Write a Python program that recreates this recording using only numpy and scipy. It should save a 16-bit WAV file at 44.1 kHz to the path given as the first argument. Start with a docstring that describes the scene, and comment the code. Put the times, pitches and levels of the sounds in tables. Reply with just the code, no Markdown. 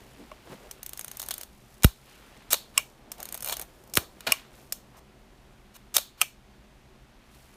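"""Winding and firing a film camera

A metal camera is worked close to a small microphone in a quiet room. The winding lever ticks over
its ratchet and snaps home, thumping the microphone; the shutter runs and slams; the release springs
back; fingers rub the body. Most metal sounds are a tap plus a burst of noise ringing in the body."""
import sys
import numpy as np
from scipy import signal
from scipy.fft import rfft, irfft
from scipy.io import wavfile

SR = 44100
rng = np.random.default_rng(int(sys.argv[2]) if len(sys.argv) > 2 else 0)


def store_pcm(level_fs):
    """Save levels as 16-bit WAV."""
    pcm = np.round(np.clip(level_fs, -1, 1) * 32767).astype(np.int16)
    wavfile.write(sys.argv[1], SR, np.atleast_2d(pcm).T)


N = 333660

# The room's steady noise: (frequency [Hz], relative level [dB])
ROOM_SPECTRUM = [(12, -28.5), (20, -6.5), (60, 0.5), (91, -20), (130, -2), (168, -21), (198, -7),
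                 (328, -19), (388, -10.5), (422, -36), (624, -20.5), (1660, -25.5), (2530, -27.5),
                 (14300, -42.5), (16000, -57)]
ROOM_DB, CUTOFF_HZ = -56.5, 16350
# Hands on the camera: (time [s], grip creak [dB], finger rub [dB], skin hiss [dB])
HANDS = [(0.0, -58.5, -61, -64), (0.44, -60, -62, -67.5), (0.52, -58, -58, -61.5), (0.66, -58, -62.5, -65),
         (0.84, -62.5, -61, -72), (1.6, -64.5, -70, -67.5), (1.98, -61, -64, -63), (2.11, -61, -54.5, -59),
         (2.42, -58.5, -60, -69), (2.9, -57.5, -70, -66), (3.12, -57.5, -63, -78), (3.7, -60, -66.5, -67),
         (4.0, -55, -78, -67.5), (4.36, -60, -48, -66), (4.5, -58, -62, -69), (4.58, -59, -62.5, -59.5),
         (4.68, -60, -71.5, -67), (5.039, -61, -70.5, -79), (6.0, -66.5, -69.5, -77),
         (7.18, -64.5, -69, -90.5), (7.35, -65, -64, -63.5), (7.57, -65, -66, -69)]
# Gears rub as the lever winds, loudest as the stroke ends:
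# (start [s], a point in mid-stroke [s], end [s], level at each of these [dB])
WINDING_STROKES = [(0.923, 1.24, 1.44, -61.5, -56.5, -53), (3.18, 3.5, 3.635, -57, -58.5, -50.5)]
# Added to the gears' level: (creak [dB], rub [dB], hiss [dB])
GEAR_COLOUR_DB = [-8, -2.5, -2]
# The grip creaks on the covering: (start [s], length [s], level [dB], pitch [Hz], width [Hz])
CREAKS = [(0.166, 0.096, -48, 270, 60), (0.456, 0.05, -47, 394, 200), (.485, 0.078, -43, 201, 197),
          (0.589, .12, -53, 400, 300), (1.193, .15, -59, 700, 300), (3.177, 0.062, -47.5, 670, 200),
          (3.441, .11, -43.5, 700, 248), (3.56, 0.1, -50.5, 700, 300), (3.975, .08, -46.5, 420, 300),
          (4.261, 0.059, -41.5, 220, 202), (4.928, 0.079, -57, 930, 590)]
# The lever slams home. A "fade" is always the time to die away by 60 dB.
# (time [s], knock [dB], boom [dB], first pitch [Hz], last pitch [Hz], glide [s], fade [s])
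THUMPS = [(1.8464, -15, 1.5, 376, 50.8, 0.0027, 0.077), (3.973, -16.5, -15, 680, 59.9, 0.0031, 0.049)]

# Where the camera's body rings: (pitch [Hz], width [Hz], level [dB])
BODY_RINGS = [(665, 260, 1), (1135, 350, 1), (1450, 830, 3.5), (2390, 130, 1.5), (2890, 240, 2),
              (3700, 800, 3), (4375, 190, -2), (5420, 400, -4), (6330, 500, -5), (7530, 2200, -0.5),
              (9070, 1100, -3.5), (10000, 6100, -5.5), (11450, 1700, -2.5), (13770, 900, -2),
              (17300, 320, 4)]
# Five pitch ranges, highest first: (lower edge [Hz]). A "colour" adds a level to each range.
RANGE_EDGES_HZ = [9000, 4500, 3100, 1800, 0]
# A "tilt" makes a sound brighter (+) or duller (-): (share of the tilt in each range)
TILT_SHARE = [0.73, 0.87, 0, -0.16, -0.42]
# The room's echo in each range: (level [dB]) and (fade [s])
ECHO_DB = [-43.5, -44.5, -40, -43, -46]
ECHO_FADE_S = [0.2, 0.26, 0.32, 0.21, 0.25]
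# Colours of the pawl (the ratchet's catch) and of sliding parts: (level in each range [dB])
PAWL_COLOUR_DB = [-1.5, -14, -17.5, -23, -23.5]
SLIDE_COLOUR_DB = [3, 3, -1, -2, -2.5]
# Kinds of hit: (colour [dB], fade of the chatter [s])
TICK_HIT = [1, -1.5, -13, -17, -19], 0.016
HOME_HIT = [4.5, -0.5, -6.5, -7, -7], .01
LATCH_HIT = [-3.5, -5, -6, -15, -13.5], .02
FINGER_HIT = [1, 1, 2, 1.5, -2.5], 0.013
FIRST_BLADE_HIT = [-0.5, -2, -14, -23.5, -18.5], .007
SECOND_BLADE_HIT = [3.5, -2, -2, -16.5, -16.5], 0.0089
BOUNCE_HIT = [-1, -2.5, -4, -10.5, -10.5], 0.019
ROD_HIT = [-0.5, -3, -15, -0.5, -23], 0.0078
# How far a hit's clean tap stands above its chatter: (level in each range [dB])
TAP_BOOST_DB = [5.99, 13.4, 3.8, 9.1, 20.24]

# The pawl drops over a ratchet tooth: (time [s], level [dB])
RATCHET_TICKS = [(0.83, -22.5), (0.862, -22.5), (0.892, -23.5), (0.9326, -21.5), (0.974, -24),
                 (0.9928, -20), (1.0104, -22), (1.0449, -23), (1.08, -22.5), (1.114, -23.5), (1.17, -24),
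                 (1.1961, -21.5), (1.1994, -19.5), (1.217, -21), (1.2272, -21.5), (1.2354, -25),
                 (1.2612, -26.5), (1.286, -21), (1.3075, -16.5), (1.3391, -20), (1.3798, -24.5),
                 (1.4113, -20), (1.4325, -21.5), (3.202, -22.5), (3.2282, -21.5), (3.254, -21),
                 (3.288, -23), (3.3239, -24), (3.3433, -20), (3.3495, -21.5), (3.3753, -23.5),
                 (3.4054, -23), (3.4234, -21), (3.429, -23), (3.4449, -20), (3.46, -22.5), (3.474, -20),
                 (3.486, -21.5), (3.4954, -14.5), (3.507, -30), (3.5225, -17), (3.5383, -22),
                 (3.5677, -19.5), (3.5952, -20.5), (3.614, -22), (3.6214, -29)]
PAWL_WEIGHT, PAWL_VARIES_DB = .8, 2.5   # harder ticks sound fuller; each tooth has its own colour
# The pawl's spring: (pitch [Hz], width [Hz], level [dB])
PAWL_SPRING = (6500, 300, -21)
# The shutter spring latches in mid-stroke: (time [s], level [dB])
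LATCHES = [(1.3105, -25), (3.5246, -23.5)]
# That spring rings on: (pitch [Hz], fade [s], added level [dB])
LATCH_RING = (3400, .12, -9)
# The free lever takes up slack or skips back over its teeth: (time [s], level [dB], tilt [dB])
LEVER_TICKS = [(0.7109, -29, -0.5), (1.741, -62, 9), (1.7804, -54, -1), (1.8331, -19, -1),
               (1.8388, -21, -12), (3.1171, -27.5, 1), (3.837, -53.5, 2.5), (3.875, -54, 1.5),
               (3.897, -50.5, 0.5), (3.9369, -25.5, 1.5), (3.953, -27, 5), (3.9637, -25, -2.5),
               (3.9686, -24, 2.5), (4.723, -21.5, 3)]
# The lever hits its rest: (time [s], snap [dB], chatter [dB])
LEVER_HOME = [(1.8445, -5, -14.5), (1.8466, -3.5, -13.5), (3.9726, -1, -11)]
SNAP_HALF_WIDTH_S, SNAP_LAG_S = .00006, .0009   # the snap comes just after the chatter starts
# A finger taps or presses the metal: (time [s], level [dB], tilt [dB])
PRESSES = [(0.3145, -53.5, -20), (1.8228, -44, 4), (2.3735, -61, 6), (4.206, -44, 7.5),
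           (4.266, -41.5, -7.5), (4.2713, -27, -5)]
# Parts sliding: (start [s], end [s], start level [dB], end level [dB], tilt [dB])
SLIDES = [(3.448, 3.538, -49.5, -47, 2), (3.976, 3.983, -50, -33.5, -16), (4.268, 4.316, -34, -47.5, -15.5),
          (4.968, 4.994, -72, -70, 10), (5.741, 5.769, -63.5, -52.5, 0.5)]

# The shutter fires: (time [s], first blade [dB], second blade [dB], delay of the bounce [s])
FIRINGS = [(2.5288, -10.5, -8, .0116), (5.9652, -3.5, -9.5, .0155)]
RUN_UP_S, RUN_UP_DB, GEAR_TEETH_HZ = .0235, (-37.5, -32.5), 370   # gears buzz before the slam
SECOND_BLADE_LAG_S, BOUNCE_DB = 0.0016, -19.5
RATTLE_S, RATTLE_DB = (0.0028, 0.0073), (-35.5, -46)   # after the bounce: (from, to)
# The housing answers each slam: (pitch [Hz], fade [s], level [dB], delay [s])
SHUTTER_KNOCK = (600, 0.03, -23.5, .0025)
# The release springs back: (time [s], level [dB], lead of the latch tick [s], tick [dB], bounce [dB])
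SPRING_BACK = [(2.7777, -9, 0.0021, -16.5, -27), (4.3202, -8.5, .002, -30.5, -21.5),
               (6.214, -8, 0.0052, -33.5, -12)]
CREEP_S, CREEP_DB = 0.038, (-61.5, -50.5)   # the rod creeps up before it lets go
ROD_BOUNCE_S, SETTLE_S, SETTLE_DB = .0045, (.01, 0.023), (-42.5, -47.5)
# The release rod knocks on its stop:
# (time [s], level [dB], pitch ratio set by the finger's grip, hardness [dB per octave])
ROD_KNOCKS = [(0.3165, -40, 1.004, -9.5), (2.7783, -7.5, 1.015, 4), (4.322, -11, 1.03, 3.5),
              (6.2153, -8.5, 1.155, 2)]
# The rod's own tones: (pitch [Hz], level [dB], fade [s])
ROD_TONES = [(620, -17, 0.051), (1085, -5, 0.029), (2235, 0, .015), (2742, -0.5, 0.013), (5330, -4, 0.011),
             (7870, 3.5, 0.0057), (9720, 0, .007), (2245, -29, 0.17), (2780, -29.5, 0.14)]


def from_db(db):
    """Turn decibels into a number to multiply by."""
    return 10 ** (np.asarray(db) / 20)


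def rms_one(x):
    """Scale a sound to an average strength (rms) of 1."""
    return x / np.sqrt(np.mean(x ** 2) + 1e-20)


def band(x, low_hz, high_hz):
    """Keep what lies between two frequencies."""
    return signal.sosfilt(signal.butter(2, [low_hz, high_hz], "band", fs=SR, output="sos"), x)


def resonance(x, hz, width_hz):
    """Make a sound ring near one pitch; noise comes out equally strong at any width."""
    r = np.exp(-np.pi * width_hz / SR)
    gain = np.sqrt((1 - r * r) / 8)
    return signal.lfilter([gain, 0, -gain], [1, -2 * r * np.cos(2 * np.pi * hz / SR), r * r], x + 1e-18)


def ring(hz, fade_s):
    """A pure tone that dies away."""
    t = np.arange(int(.16 * SR)) / SR
    return np.sin(2 * np.pi * hz * t) * from_db(-60 * t / fade_s)


def room_tone():
    """Steady ventilation rumble and microphone hiss."""
    hz = np.maximum(np.fft.rfftfreq(N, 1 / SR), 1)
    points_hz, points_db = np.transpose(ROOM_SPECTRUM)
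    shape = from_db(np.interp(np.log(hz), np.log(points_hz), points_db))
    return from_db(ROOM_DB) * rms_one(irfft(rfft(rng.standard_normal(N)) * shape, N))


def rubbing():
    """Hands and winding gears rub, making grainy low, middle and high noise."""
    times, *levels_db = np.transpose(HANDS)
    t = np.arange(N) / SR
    gears = sum(from_db(np.interp(t, row[:3], row[3:], left=-200, right=-200))
                for row in WINDING_STROKES)
    creak, rub, hiss = (np.hypot(from_db(np.interp(t, times, db)), from_db(gear_db) * gears)
                        for db, gear_db in zip(levels_db, GEAR_COLOUR_DB))
    slips = rng.standard_normal((3, N))
    slips *= from_db(2.7 * rng.standard_normal((3, N // 128 + 1))).repeat(128, axis=1)[:, :N]   # grain
    return (creak * rms_one(band(slips[0], 91, 730)) + rub * rms_one(band(slips[1], 600, 3500))
            + hiss * rms_one(band(slips[2], 3200, 14000)))


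def creaks():
    """The grip sticks and slips: dull noise that swells and fades."""
    out = np.zeros(N)
    for start, length, db, hz, width_hz in CREAKS:
        i, size = round(start * SR), round(length * SR)
        rough = rms_one(resonance(rng.standard_normal(SR // 4), hz, width_hz))[:size]
        out[i:i + size] += from_db(db) * rough * np.sqrt(np.hanning(size))
    return out


def room_echo(chatter, taps):
    """How strong the echo is in each range: the room stores energy and lets it die away."""
    decays = from_db(-120 / (np.array(ECHO_FADE_S) * SR))
    build = np.exp(-1 / (0.0023 * SR))   # the first reflections take a moment to arrive
    stored = [signal.lfilter([1 - build], np.convolve([1, -decay], [1, -build]), power + 1e-18)
              for decay, power in zip(decays, chatter ** 2 + taps ** 2)]
    return from_db(ECHO_DB)[:, None] * np.sqrt(np.abs(stored))


def plucked_spring(events, hz, width_hz, gain_db, fade_s):
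    """Each pluck sets a spring sizzling: fading noise around one pitch."""
    plucks = np.zeros(N)
    for s, db in events:
        plucks[round(s * SR)] = from_db(db + gain_db)
    shiver = signal.lfilter([1], [1, -from_db(-60 / (fade_s * SR))], plucks + 1e-18)
    return resonance(shiver * rng.standard_normal(N), hz, width_hz)


def springs():
    """The pawl's spring pings at each tooth; the shutter's spring rings thinly as it latches."""
    pawl = plucked_spring(RATCHET_TICKS, *PAWL_SPRING, fade_s=0.06)
    hz, fade_s, db = LATCH_RING
    return pawl + plucked_spring(LATCHES, hz, width_hz=250, gain_db=db, fade_s=fade_s)


def shutter_knock():
    """The housing rings dully just after the blades slam and bounce."""
    out = np.zeros(N)
    hz, fade_s, db, lag = SHUTTER_KNOCK
    knock = ring(hz, fade_s)
    for s, _, _, delay in FIRINGS:
        for start, loss_db in ((s + lag, 0), (s + lag + delay, -5)):
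            i = round(start * SR)
            out[i:i + len(knock)] += from_db(db + loss_db) * knock
    return out


def lever_thumps():
    """The returning lever jolts the microphone: a dull knock and a tone that drops fast to a boom."""
    out, t = np.zeros(N), np.arange(int(.2 * SR)) / SR
    knock = ring(hz=900, fade_s=0.011)
    for s, knock_db, boom_db, first_hz, last_hz, glide_s, fade_s in THUMPS:
        hz = last_hz + (first_hz - last_hz) * np.exp(-t / glide_s)
        boom = np.sin(2 * np.pi * np.cumsum(hz) / SR) * (1 - np.exp(-t / 0.0018))
        i = round(s * SR)
        out[i:i + len(t)] += from_db(boom_db - 60 * t / fade_s) * boom
        out[i:i + len(knock)] += from_db(knock_db) * knock
    return out


def lever_snaps():
    """Each stop of the lever sends out one short swing of air pressure, down then up."""
    out, x = np.zeros(N), np.arange(-40, 41) / SR / SNAP_HALF_WIDTH_S
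    for s, snap_db, _ in LEVER_HOME:
        i = round(s * SR) - 40
        out[i:i + len(x)] += from_db(snap_db) * x * np.exp(.5 - x ** 2 / 2)
    return out


def release_rod():
    """One clean blow rings the rod's few tones; a softer blow reaches the high ones less."""
    out = np.zeros(N)
    for s, db, ratio, hardness in ROD_KNOCKS:
        clack = sum(from_db(db + tone_db + hardness * np.log2(hz / 2500))
                    * ring(hz * ratio, fade_s) * (-1) ** k
                    for k, (hz, tone_db, fade_s) in enumerate(ROD_TONES))
        rise = 1 - np.exp(-np.arange(len(clack)) / (.0005 * SR))
        i = round(s * SR)
        out[i:i + len(clack)] += clack * rise
    return out


def add_slide(chatter, start, end, levels_db, tilt_db, buzz_db=0):
    """Parts scrape, moving from one level to another; gear teeth can add a buzz."""
    i, j = round(start * SR), round(end * SR)
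    teeth_db = -buzz_db * (np.arange(j - i) * GEAR_TEETH_HZ / SR % 1)
    colour_db = np.array(SLIDE_COLOUR_DB) + tilt_db * np.array(TILT_SHARE)
    chatter[:, i:j] += from_db(colour_db[:, None] + np.linspace(*levels_db, j - i) + teeth_db)


def add_hit(chatter, taps, s, db, kind, tilt_db=0, rise_s=.0006):
    """Metal is struck: one tap, and chatter that rises quickly and falls ever faster."""
    colour_db, fade_s = kind
    levels_db = db + np.array(colour_db) + tilt_db * np.array(TILT_SHARE)
    t = np.arange(int(.06 * SR)) / SR
    shape = (1 - np.exp(-t / rise_s)) * from_db(-60 * (t / fade_s) ** 1.414)
    i = round(s * SR)
    chatter[:, i:i + len(t)] += from_db(levels_db)[:, None] * shape
    taps[:, i + round(rise_s * SR)] += from_db(levels_db + TAP_BOOST_DB)


def add_handling(chatter, taps):
    """Fingers tap the metal and parts slide."""
    for s, db, tilt_db in PRESSES:
        add_hit(chatter, taps, s, db, FINGER_HIT, tilt_db)
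    for start, end, *levels_db, tilt_db in SLIDES:
        add_slide(chatter, start, end, levels_db, tilt_db)


def add_release(chatter, taps):
    """The release rod creeps up, unlatches, hits its stop, bounces and settles."""
    for s, db, lead, tick_db, bounce_db in SPRING_BACK:
        add_slide(chatter, s - CREEP_S, s, CREEP_DB, tilt_db=-6.5)
        add_hit(chatter, taps, s - lead, tick_db, ROD_HIT)
        add_hit(chatter, taps, s, db, ROD_HIT)
        add_hit(chatter, taps, s + ROD_BOUNCE_S, bounce_db, ROD_HIT)
        add_slide(chatter, *(s + np.array(SETTLE_S)), SETTLE_DB, tilt_db=-12)


def add_winding(chatter, taps):
    """The pawl ticks over the teeth, the spring latches, and the lever skips back home."""
    for s, db in RATCHET_TICKS:
        weight_db = PAWL_WEIGHT * (db + 21) * np.array([0, 0, 1, 1, 1])   # lower ranges only
        colour_db = PAWL_COLOUR_DB + weight_db + rng.normal(0, PAWL_VARIES_DB, len(weight_db))
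        add_hit(chatter, taps, s, db, kind=(colour_db, 0.0094), rise_s=0.00086)
    for s, db in LATCHES:
        add_hit(chatter, taps, s, db, LATCH_HIT)
    for s, db, tilt_db in LEVER_TICKS:
        add_hit(chatter, taps, s, db, TICK_HIT, tilt_db)
    for s, _, chatter_db in LEVER_HOME:
        add_hit(chatter, taps, s - SNAP_LAG_S, chatter_db, HOME_HIT)


def add_shutter(chatter, taps):
    """Gears run up, then two blades slam, bounce and rattle."""
    for s, first_db, second_db, delay in FIRINGS:
        add_slide(chatter, s - RUN_UP_S, s - .002, RUN_UP_DB, tilt_db=7, buzz_db=6)
        add_hit(chatter, taps, s, first_db, FIRST_BLADE_HIT)
        add_hit(chatter, taps, s + SECOND_BLADE_LAG_S, second_db, SECOND_BLADE_HIT)
        add_hit(chatter, taps, s + delay, BOUNCE_DB, BOUNCE_HIT)
        add_slide(chatter, *(s + delay + np.array(RATTLE_S)), RATTLE_DB, tilt_db=-5)


def camera_body():
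    """Taps, gritty chatter and the room's echo ring in the body, each ring fed by its own range."""
    chatter, taps = np.zeros((2, len(RANGE_EDGES_HZ), N))   # strength over time, a row for each range
    for add_part in (add_handling, add_release, add_winding, add_shutter):
        add_part(chatter, taps)
    echo = room_echo(chatter, taps)
    grit = rng.standard_normal((3, N)) * from_db(2 * rng.standard_normal(N // 32 + 1)).repeat(32)[:N]
    smooth_noise = rng.standard_normal((3, N))
    out = np.zeros(N)
    for k, (hz, width_hz, db) in enumerate(BODY_RINGS):
        row = np.argmax(hz >= np.array(RANGE_EDGES_HZ))
        drive = chatter[row] * grit[k % 3] + echo[row] * smooth_noise[k % 3] + taps[row] * (-1) ** k
        out += from_db(db) * resonance(drive, hz, width_hz)
    return out


def scene():
    """Mix the camera, the hands and the room into one channel."""
    bass_cut = signal.butter(3, 330, "high", fs=SR, output="sos")   # a small object gives off no bass
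    metal = signal.sosfilt(bass_cut, camera_body() + release_rod() + shutter_knock() + springs())
    return (metal + lever_snaps() + lever_thumps() + rubbing() + creaks() + room_tone())[None]


def record(dry):
    """Automatic volume control dips after loud sounds, peaks are rounded, the top treble is cut."""
    r = np.exp(-1 / (0.083 * SR))
    smooth_power = signal.lfilter([(1 - r) ** 2], [1, -2 * r, r * r], dry ** 2)
    level_db = 10 * np.log10(smooth_power + 1e-12)
    turned_down = dry * from_db(-.25 * np.maximum(level_db + 33, 0))
    rounded = np.tanh(turned_down * 1.1) * .95
    return signal.sosfilt(signal.cheby2(22, 110, CUTOFF_HZ, fs=SR, output="sos"), rounded)


dry = scene()
out = record(dry)
store_pcm(out)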